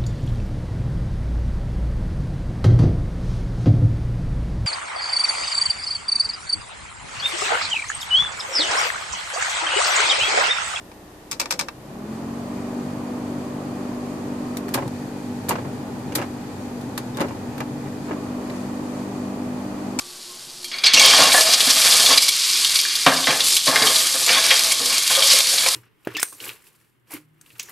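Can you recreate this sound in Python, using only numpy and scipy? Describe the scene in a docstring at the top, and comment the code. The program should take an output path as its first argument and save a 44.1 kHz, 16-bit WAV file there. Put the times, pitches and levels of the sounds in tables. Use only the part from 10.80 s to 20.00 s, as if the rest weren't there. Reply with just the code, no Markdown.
"""In an idling car, two microphones at the driver's seat hear low engine tones over soft cabin noise. A hand
clicks the fan switch, bursts ringing in its modes; the blower spins up, rotor harmonics over shaped air noise.
Then the vent dial snaps from notch to notch; flaps knock behind the dashboard and share the air out anew. Near
the end the hum's colour shifts, a small hard tick sounds and a jacket sleeve rustles. The hand goes back to the
fan switch for one more click, the blower running on."""
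import sys
import numpy as np
from scipy import signal
from scipy.fft import rfft, irfft, next_fast_len
from scipy.io import wavfile
from scipy.ndimage import map_coordinates

SR = 44100
rng = np.random.default_rng(int(sys.argv[2]) if len(sys.argv) > 2 else 0)


def master_out(mix):
    """Clip the mix to full scale and print it as 16-bit PCM to the path in sys.argv[1]."""
    frames = np.transpose(np.atleast_2d(mix))
    ceiling = np.clip(frames, -1, 1)
    pcm = np.round(ceiling * 32767).astype(np.int16)
    wavfile.write(sys.argv[1], SR, pcm)


N = 405719
T = np.arange(N) / SR

# likeness of the two microphones: [f/Hz, correlation 0-1]
LIKENESS = [(40, .95), (100, .975), (290, .94), (640, .78), (1300, .15), (2500, .2), (5000, 0), (15000, 0)]
# left minus right microphone: [f/Hz, level/dB]
BALANCE = [(60, -2.5), (130, 2), (300, 1.5), (700, 1.5), (1100, -3), (1500, -3), (2380, 1), (3100, 3),
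           (5000, 5.5), (7000, 7), (8500, 1.5), (10500, -3.5), (12500, -6), (14500, -3)]

# parked cabin, noise spectrum: [f/Hz, relative level/dB per Hz]
CABIN = [(41, -40), (70, -11), (140, -13.5), (180, -5.5), (269, -4.5), (301, -10), (377, -7.5), (480, -7.5),
         (605, -10.5), (647, -10), (866, -12), (1590, -21), (1820, -16), (2030, -22.5), (6110, -29),
         (11000, -30.5), (13700, -31), (15000, -49)]
# tones of the idling engine: [f/Hz, rms level/dB]
IDLE = [(30.5, -60.5), (49.8, -64.5), (61, -59), (91.5, -60.5), (122, -61), (183, -65), (305, -51.5),
        (352, -61), (608, -65)]

# air noise of each duct: [f/Hz, relative level/dB per Hz]
FACE_VENTS = [(50, -24), (100, -13.5), (142, 0), (168, -12.5), (200, -4.5), (240, -2), (400, -4.5),
              (480, -13.5), (600, -6.5), (700, -11.5), (780, -10), (900, -13.5), (1120, -13.5), (1450, -22),
              (2450, -32.5), (3000, -31.5), (8000, -76)]
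FOOTWELL = [(50, -31), (100, -2), (138, 2), (168, -13.5), (240, 0), (330, -7.5), (440, -8.5), (560, -14),
            (700, -17), (820, -9.5), (1080, -22), (1550, -23.5), (2400, -35), (3000, -34), (8000, -49)]
GRILLE_HISS = [(1000, -26), (1380, -16), (1480, 0), (1600, -6), (1900, 1), (2170, -7), (2470, 1.5),
               (2680, -11), (3760, -9), (4250, -7), (4600, -4.5), (5000, -9), (5610, -11), (6730, -8),
               (7500, -9.5), (9000, -10.5), (10200, -15), (12400, -21), (13400, -22), (14600, -30),
               (15000, -36)]
HISS_WAVER_DB, HISS_WAVERS_PER_S = 0.72, 12  # turbulence at the grille
# the motor gets current just after the fourth switch step; time constant of its spin-up
MOTOR_ON_S, SPIN_UP_S = 0.8, 0.232
# running speed of the blower: [t/s, speed/turns per s]
RUNNING_SPEED = [(2, 48.95), (6.7, 48.85), (7.6, 49.35), (9.2, 49.6)]
# harmonics of the turning wheel: [multiple of the speed, relative level/dB, change at full shift/dB]
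ROTOR_ORDERS = [(2, -13.5, 0), (3, -11, -14), (4, -6, 4.5), (5, 1.15, 0), (6, -4, -1.5), (8, -13.5, -1),
                (10, -13, 0)]
# the hum's colour shifts late in the scene: fourth harmonic stronger, # third much weaker: [t/s, share 0-1]
HUM_SHIFT = [(7.25, 0.1), (7.6, 0.83)]
# resonance of the wheel's housing: [f/Hz, gain/dB]
HOUSING = [(70, -8), (98, 0), (122, -2), (137, 6), (147, 0), (162, -9), (181, -4), (196, 0), (225, 0),
           (245, 0), (270, 2), (294, 0)]

# what each dial position lets through, face to feet: [hum/dB, face vents/dB, footwell/dB], relative
VENT_SETTINGS = [(-33.5, 2.5, -12.5), (-35.5, -4, -1), (-38.5, -3.5, 0.5), (-37.5, -4, -0.5)]
# dial positions in turn, three up and back again: [row of VENT_SETTINGS]
DIAL_PATH = [0, 1, 2, 3, 2, 1, 0]
# moments at which the flaps swing over: [t/s]
FLAP_SWINGS = [3.944, 4.71, 5.356, 6.406, 6.804, 7.308]
FLAP_TRAVEL_S = 0.025

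# a flap's seal scuffs: [t/s, rise/s, relative level/dB]
FLAP_SCUFFS = [(6.349, 0.03, -31), (7.038, .03, -37), (7.248, 0.05, -34)]
SCUFF_RELEASE_S = 0.03
# flaps and linkage hit their stops: [t/s, relative level/dB, brightness/dB per octave]
FLAP_KNOCKS = [(3.9445, -18, 5.5), (3.957, -26, 4), (3.95, -21, -1.5), (3.975, -19, 2), (3.983, -21.5, 2.5),
               (3.993, -26, -1), (4.022, -21.5, 0.5), (4.053, -29, -4.5), (4.694, -18.5, 0),
               (4.7075, -13.5, 3.5), (4.718, -19.5, 4), (4.729, -24, -2), (4.754, -19.5, 2.5),
               (4.784, -23, 1), (4.849, -29, -1.5), (5.321, -31.5, 7), (5.36, -25, 0), (5.373, -24, 1),
               (5.383, -21.5, 4.5), (5.398, -23.5, 3), (5.415, -23, 5), (5.423, -25.5, 4.5),
               (5.437, -29, 2.5), (6.178, -29, 3), (6.384, -25, 2.5), (6.397, -20.5, 3.5), (6.404, -17, -3),
               (6.4105, -16, 2), (6.415, -21, 5.5), (6.437, -22.5, 0), (6.444, -21, -1), (6.483, -33, 7),
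               (6.507, -25.5, -2), (6.804, -21.5, 3.5), (6.811, -26, 2), (7.309, -20.5, 0), (7.317, -28, 2),
               (7.329, -31, 3.5)]
# dense ringing of the flaps, dulled by the dashboard: [f/Hz, relative level/dB per Hz]
FLAP_BODY = [(60, -41), (140, -2), (300, 7), (600, -0.5), (700, -2), (880, 0), (1200, -7), (1550, -11.5),
             (2300, -16), (3100, -25.5), (7000, -37.5), (14000, -55)]
# clearest modes of the flaps and their box: [f/Hz, relative level/dB, t60/s]
FLAP_MODES = [(137, -9, 0.085), (284, -7.5, 0.1), (348, -16, 0.08), (560, -8, .05), (855, -10.5, 0.054),
              (965, -9, .04), (1075, -7.5, 0.035), (1255, -14, 0.035), (1640, -15, .035),
              (2004, -17.5, 0.04), (2340, -20, 0.04), (2810, -21, .04)]

# the sleeve is loudest as the arm moves across, then settles
SLEEVE_S, SLEEVE_DB, SLEEVE_RISE_DB_PER_S, SLEEVE_FALL_DB_PER_S = 7.75, -50, 60, 12

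# the dial's spring pings: [t/s, relative level/dB]
SPRING_PINGS = [(6.347, -39), (6.3715, -35)]
# modes of the spring: [f/Hz, relative level/dB, t60/s]
SPRING_MODES = [(3700, 1, 0.055), (5280, -6, .035)]
# a small hard tick as the hand leaves the dial: [t/s, relative level/dB]
HARD_TICKS = [(7.699, -35), (7.704, -35)]
# modes of the hard tick: [f/Hz, relative level/dB, t60/s]
HARD_TICK_MODES = [(1600, -6, .02), (2030, 0, .028), (2320, 0, .035), (3100, -6, .015), (3500, -8, .012),
                   (4030, -5, .02), (4700, -5, .02)]

# the vent dial snaps into a notch: [t/s, relative level/dB, brightness/dB per octave]
DIAL_SNAPS = [(3.942, -15.5, 1), (4.692, -15, 2.5), (5.3545, -13.5, 1.5)]
# the dial ticks in its play and as it is eased back: [t/s, relative level/dB, brightness/dB per octave]
DIAL_TICKS = [(3.77, -26, -0.5), (3.883, -33, -7), (3.889, -34, -2.5), (3.95, -32, -8), (4.078, -35, -2),
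              (4.6857, -28.5, -4), (6.012, -42, -1), (6.177, -20, -2), (6.371, -30, -3), (6.405, -27, -3.5),
              (6.411, -25.5, -3.5), (6.78, -32, -4.5), (6.804, -27, -6.5), (7.702, -42, -4)]
# dense ringing of the dial: [f/Hz, relative level/dB per Hz]
DIAL_BODY = [(200, -34), (900, 7), (1700, 12.5), (2400, 8), (3000, 5), (3700, 10.5), (6000, 6), (8000, 8.5),
             (10000, 8.5), (12300, 7.5), (14500, 5.5)]
# clearest modes of the dial: [f/Hz, relative level/dB, t60/s]
DIAL_MODES = [(1250, -17, .025), (1800, -15, .03), (2400, -11, .023), (4400, -13, .024), (6870, -16, .04),
              (8600, -7.5, .02), (9800, -11, .015), (12300, -3, .012), (13050, -4, .018)]

# steps of the fan switch: [t/s, relative level/dB, brightness/dB per octave, knob rebounds after/s]
SWITCH_STEPS = [(0.5132, -20.5, 2, 0.015), (0.5983, -15.5, 1.5, 0.016), (0.7078, -15, 0.5, 0.016),
                (.792, -16, 0, .0185), (9.189, -15.5, 1, .016)]
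REBOUND_DB, REBOUND_BRIGHT_DB = -4, -1.5  # level against the step; dB per octave
# the fan knob ticks in its play: [t/s, relative level/dB, brightness/dB per octave]
KNOB_TICKS = [(.116, -44, -7), (0.634, -36, -4), (0.6571, -26, -3.5), (0.738, -32, 0),
              (0.8849, -27.5, -5.5), (.888, -33.5, -6.5)]
# dense ringing of the switch: [f/Hz, relative level/dB per Hz]
SWITCH_BODY = [(200, -18), (620, -10), (850, 3.5), (1200, 3.5), (1700, 2), (2550, 5.5), (2950, -2),
               (3800, 5.5), (5400, 9.5), (6800, 4.5), (8400, 6), (9700, 0), (14500, -7)]
# clearest modes of the switch: [f/Hz, relative level/dB, t60/s]
SWITCH_MODES = [(940, -2.5, .035), (1180, -1.5, .03), (1590, -11, .035), (1780, -7, .03), (2280, -3.5, .03),
                (2345, -4, .05), (2525, -2, .03), (2660, -4.5, .045), (3390, -7, .04), (3827, -6.5, .045),
                (4490, -6, .03), (4915, -5, .035), (5305, -6, .03), (5432, -3.5, .04), (6250, -6, .026),
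                (6500, -7, .03), (7330, -7.5, .026), (7665, -6.5, .035), (8300, -5, .024),
                (9000, -7.5, .024), (12600, -10, .025), (13500, -9, .03), (14200, -8, .03)]
# dense ringing of the dashboard panel, which answers each step: [f/Hz, relative level/dB per Hz]
PANEL_BODY = [(110, -3), (230, -1.5), (330, -1), (420, -8), (540, -0.5), (700, -14), (1500, -35),
              (8000, -60)]
# modes of the panel: [f/Hz, relative level/dB, t60/s]
PANEL_MODES = [(235, -3, .12), (354, -5, .12), (550, -2, 0.077)]

SIDES = np.array([[1], [-1]])  # left and right microphone
CUTOFF_HZ = 14900


def from_db(db):
    """Decibels to amplitude gain."""
    return 10 ** (np.asarray(db) / 20)


def rms_one(x):
    """Scale to unit rms."""
    return x / np.sqrt(np.mean(x ** 2) + 1e-20)


def in_time(rows):
    """Each column of a curve at every sample."""
    s, *columns = np.transpose(rows)
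    return [np.interp(T, s, column) for column in columns]


def at_hz(points, hz):
    """Read a spectrum on a log-frequency axis."""
    known_hz, values = np.transpose(points)
    return np.interp(np.log(hz), np.log(known_hz), values)


def drift(rate):
    """Slow chance from knots of spread 1, rate of them a second."""
    knots = rng.standard_normal(4000)
    coarse = map_coordinates(knots, [T[::50] * rate], order=3, mode="wrap")
    return coarse.repeat(50)[:N]


def noise(spectrum, tilt_db=0, size=N):
    """Coloured noise at the two microphones: alike in the bass, unrelated in the treble; rms 1."""
    padded = next_fast_len(size)
    hz = np.maximum(np.fft.rfftfreq(padded, 1 / SR), 1)
    mid, side = rfft(rng.standard_normal((2, padded)))
    alike = np.clip(at_hz(LIKENESS, hz), -1, 1)
    colour_db = at_hz(spectrum, hz) + tilt_db * np.log2(hz) + SIDES * at_hz(BALANCE, hz) / 2
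    pair = np.sqrt(1 + alike) * mid + np.sqrt(1 - alike) * side * SIDES
    return rms_one(irfft(pair * from_db(colour_db), padded)[:, :size])


def ringing(modes, bright_db, age, spread_db=1.0):
    """Decaying sines; strengths differ from touch to touch, and treble phase between microphones."""
    hz, level_db, t60 = np.transpose(modes)
    strength, start, apart = rng.standard_normal((3, len(hz)))
    colour_db = level_db + bright_db * np.log2(hz / hz.mean()) + SIDES * at_hz(BALANCE, hz) / 2
    gain = from_db(colour_db + spread_db * strength)
    phase = np.pi * (start + SIDES * apart * (1 - at_hz(LIKENESS, hz)) / 2)
    waves = np.exp(np.outer(2j * np.pi * hz - np.log(1000) / t60, age))
    return np.imag((gain * np.exp(1j * phase)) @ waves)


def strikes(events, body, modes, modes_db, attack_s, crack_db, crack_t60,
            cabin_t60, cabin_db, cabin_tilt_db, low_hz, size=6500):
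    """A contact cracks briefly and sets the part's modes ringing; the cabin adds a tail of tilted colour."""
    out = np.zeros((2, N + 2 * size))
    age = np.arange(size) / SR
    pressed = 1 - np.exp(-age / attack_s)
    crack = np.exp(-np.log(1000) * age / crack_t60)
    tail = from_db(cabin_db) * np.exp(-np.log(1000) * age / cabin_t60) * (1 - crack)
    # the part radiates almost no deep bass
    body = [(low_hz / 10, -70)] + list(body)
    for s, level_db, bright_db in events:
        hit = from_db(crack_db) * crack * noise(body, bright_db, size=size)
        hit += from_db(modes_db) * ringing(modes, bright_db, age)
        hit += tail * noise(body, bright_db + cabin_tilt_db, size=size)
        start = round(s * SR)
        out[:, start:start + size] += from_db(level_db) * pressed * hit
    high_pass = signal.butter(2, low_hz, "high", fs=SR, output="sos")
    return signal.sosfilt(high_pass, out[:, :N])


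def pings(events, modes):
    """A small hard part is flicked and rings in its modes alone."""
    out = np.zeros((2, N + SR))
    age = np.arange(SR // 4) / SR
    for s, level_db in events:
        start = round(s * SR)
        out[:, start:start + len(age)] += from_db(level_db) * ringing(modes, 0, age, spread_db=0.5)
    return out[:, :N]


def rattled(events, gap_s, fade_db, count=2):
    """Loose linkage bounces: every knock is followed by weaker ones at uneven gaps."""
    out = []
    for s, level_db, bright_db in events:
        delays = np.cumsum(gap_s * rng.uniform(0.492, 1.5, count))
        out.append((s, level_db, bright_db))
        for bounce, delay in enumerate(delays, start=1):
            out.append((s + delay, level_db + fade_db * bounce, bright_db))
    return out


def seated(events, lead_s, lead_db, lag_s, weaker_db, duller_db):
    """A sprung catch touches the ridge, snaps over it, then drops into its notch, weaker and duller."""
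    out = []
    for s, level_db, bright_db in events:
        out.append((s - lead_s, level_db + lead_db, bright_db + duller_db))
        out.append((s, level_db, bright_db))
        out.append((s + lag_s, level_db + weaker_db, bright_db + duller_db))
    return out


def engine():
    """The idling engine drones through the body over a soft cabin noise."""
    drone = np.zeros(N)
    for hz, level_db in IDLE:
        phase = 2 * np.pi * hz * T + 0.085 * drift(1.33)
        drone += from_db(level_db) * np.sqrt(2) * np.sin(phase)
    return drone + from_db(-45.0) * noise(CABIN)


def wheel_speed():
    """Turns per second: the wheel spins up from rest, quickly at first, then ever more slowly."""
    running, = in_time(RUNNING_SPEED)
    powered_s = np.maximum(T - MOTOR_ON_S, 1 / SR)
    return running * (1 - np.exp(-powered_s / SPIN_UP_S))


def air_route():
    """Levels of hum, face vents and footwell: each flap swing glides to the dial's next setting."""
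    rows = []
    for s, before, after in zip(FLAP_SWINGS, DIAL_PATH, DIAL_PATH[1:]):
        rows.append((s - FLAP_TRAVEL_S / 2, *VENT_SETTINGS[before]))
        rows.append((s + FLAP_TRAVEL_S / 2, *VENT_SETTINGS[after]))
    return in_time(rows)


def rotor_hum(speed, flutter_db, wobble):
    """The uneven wheel's harmonics glide up with its speed through the housing's resonance."""
    angle = 2 * np.pi * np.cumsum(speed) / SR
    shift, = in_time(HUM_SHIFT)
    hum = np.zeros(N)
    for multiple, level_db, shift_db in ROTOR_ORDERS:
        housing_db = at_hz(HOUSING, multiple * speed)
        gain = from_db(level_db + housing_db + shift * shift_db + flutter_db * drift(10))
        hum += gain * np.sqrt(2) * np.cos(multiple * angle + wobble * drift(25))  # wobble in radians
    return hum


def whistle(centre_hz, width_hz):
    """A thin whistle: noise passed twice through one narrow resonance."""
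    radius = np.exp(-np.pi * width_hz / SR)
    poles = [1, -2 * radius * np.cos(2 * np.pi * centre_hz / SR), radius * radius]
    once = signal.lfilter([1], poles, rng.standard_normal((2, N)))
    return rms_one(signal.lfilter([1], poles, once))


def blower():
    """Hum and air grow with the wheel's speed; the flaps share the air between the ducts."""
    speed = wheel_speed()
    hum_db, face_db, foot_db = air_route()
    flow = speed / speed.max()
    hum = from_db(hum_db) * rotor_hum(speed, flutter_db=1.5, wobble=0.08)
    face = from_db(face_db - 35.5) * noise(FACE_VENTS)
    footwell = from_db(foot_db - 34.0) * noise(FOOTWELL)
    hiss = from_db(-48.5 + HISS_WAVER_DB * drift(HISS_WAVERS_PER_S)) * noise(GRILLE_HISS)
    whine = from_db(-69) * whistle(centre_hz=13060, width_hz=130)
    return flow ** 3.3 * hum + flow ** 2.75 * (face + footwell) + flow ** 3.5 * (hiss + whine)


def scuffs():
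    """A flap's seal drags over its frame, louder and louder until it lets go."""
    envelope = np.zeros(N)
    for s, rise_s, level_db in FLAP_SCUFFS:
        corners = [s, s + rise_s, s + rise_s + SCUFF_RELEASE_S]
        envelope += from_db(level_db) * np.interp(T, corners, [0, 1, 0])
    return envelope * from_db(2.1 * drift(150)) * noise(FLAP_BODY, tilt_db=2.0)


def flaps():
    """The flaps and their loose linkage knock behind the dashboard."""
    knocks = rattled(FLAP_KNOCKS, gap_s=0.0045, fade_db=-3.8)
    return from_db(1.5) * strikes(
        knocks, FLAP_BODY, FLAP_MODES, modes_db=-0.5, attack_s=0.0011, crack_db=0.5, crack_t60=0.026,
        cabin_t60=0.15, cabin_db=-12.5, cabin_tilt_db=-0.5, low_hz=135)


def sleeve():
    """Jacket cloth rises quickly and fades slowly, fluttering."""
    age = T - SLEEVE_S
    level_db = SLEEVE_DB + np.minimum(SLEEVE_RISE_DB_PER_S * age, -SLEEVE_FALL_DB_PER_S * age)
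    return from_db(level_db + 1.3 * drift(25)) * noise(GRILLE_HISS, tilt_db=1.5)


def vent_dial():
    """The dial's sprung catch snaps from notch to notch, with ticks in its play."""
    snaps = seated(DIAL_SNAPS, lead_s=0.0028, lead_db=-6.0, lag_s=0.0055, weaker_db=-13, duller_db=-1.0)
    return strikes(
        snaps + DIAL_TICKS, DIAL_BODY, DIAL_MODES, modes_db=-2.5, attack_s=0.00023, crack_db=0.55,
        crack_t60=0.041, cabin_t60=0.11, cabin_db=-9.0, cabin_tilt_db=-1.5, low_hz=280)


def fan_switch():
    """Each step is a thin, quick run of contacts and a knob rebound; the panel thrums faintly after it."""
    snaps = [row[:3] for row in SWITCH_STEPS]
    steps = seated(snaps, lead_s=0.0028, lead_db=-21.0, lag_s=0.0044, weaker_db=-1.5, duller_db=-1.0)
    rebounds = [(s + after_s, level_db + REBOUND_DB, REBOUND_BRIGHT_DB)
                for s, level_db, _, after_s in SWITCH_STEPS]
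    clicks = strikes(
        steps + rebounds + KNOB_TICKS, SWITCH_BODY, SWITCH_MODES, modes_db=-8.5, attack_s=0.0002,
        crack_db=1.5, crack_t60=0.019, cabin_t60=0.11, cabin_db=-8.0, cabin_tilt_db=-3.5, low_hz=560)
    panel_pushes = [(s, level_db, 0) for s, level_db, _ in snaps]
    thrum = strikes(
        panel_pushes, PANEL_BODY, PANEL_MODES, modes_db=-15, attack_s=0.021, crack_db=-30,
        crack_t60=0.02, cabin_t60=0.32, cabin_db=-14, cabin_tilt_db=1.5, low_hz=100)
    return clicks + thrum


def hand():
    """All that the hand sets off: flaps, sleeve, small pings, dial detents and switch steps."""
    behind_dashboard = scuffs() + flaps()
    small_parts = pings(SPRING_PINGS, SPRING_MODES) + pings(HARD_TICKS, HARD_TICK_MODES)
    return behind_dashboard + sleeve() + small_parts + vent_dial() + fan_switch()


def scene():
    """Everything heard from the driver's seat."""
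    return engine() + blower() + hand()


def record(dry):
    """The microphones' top is cut steeply by an elliptic low-pass."""
    low_pass = signal.ellip(10, 0.2, 80, CUTOFF_HZ, fs=SR, output="sos")
    return signal.sosfilt(low_pass, dry)


dry = scene()
out = record(dry)
master_out(out)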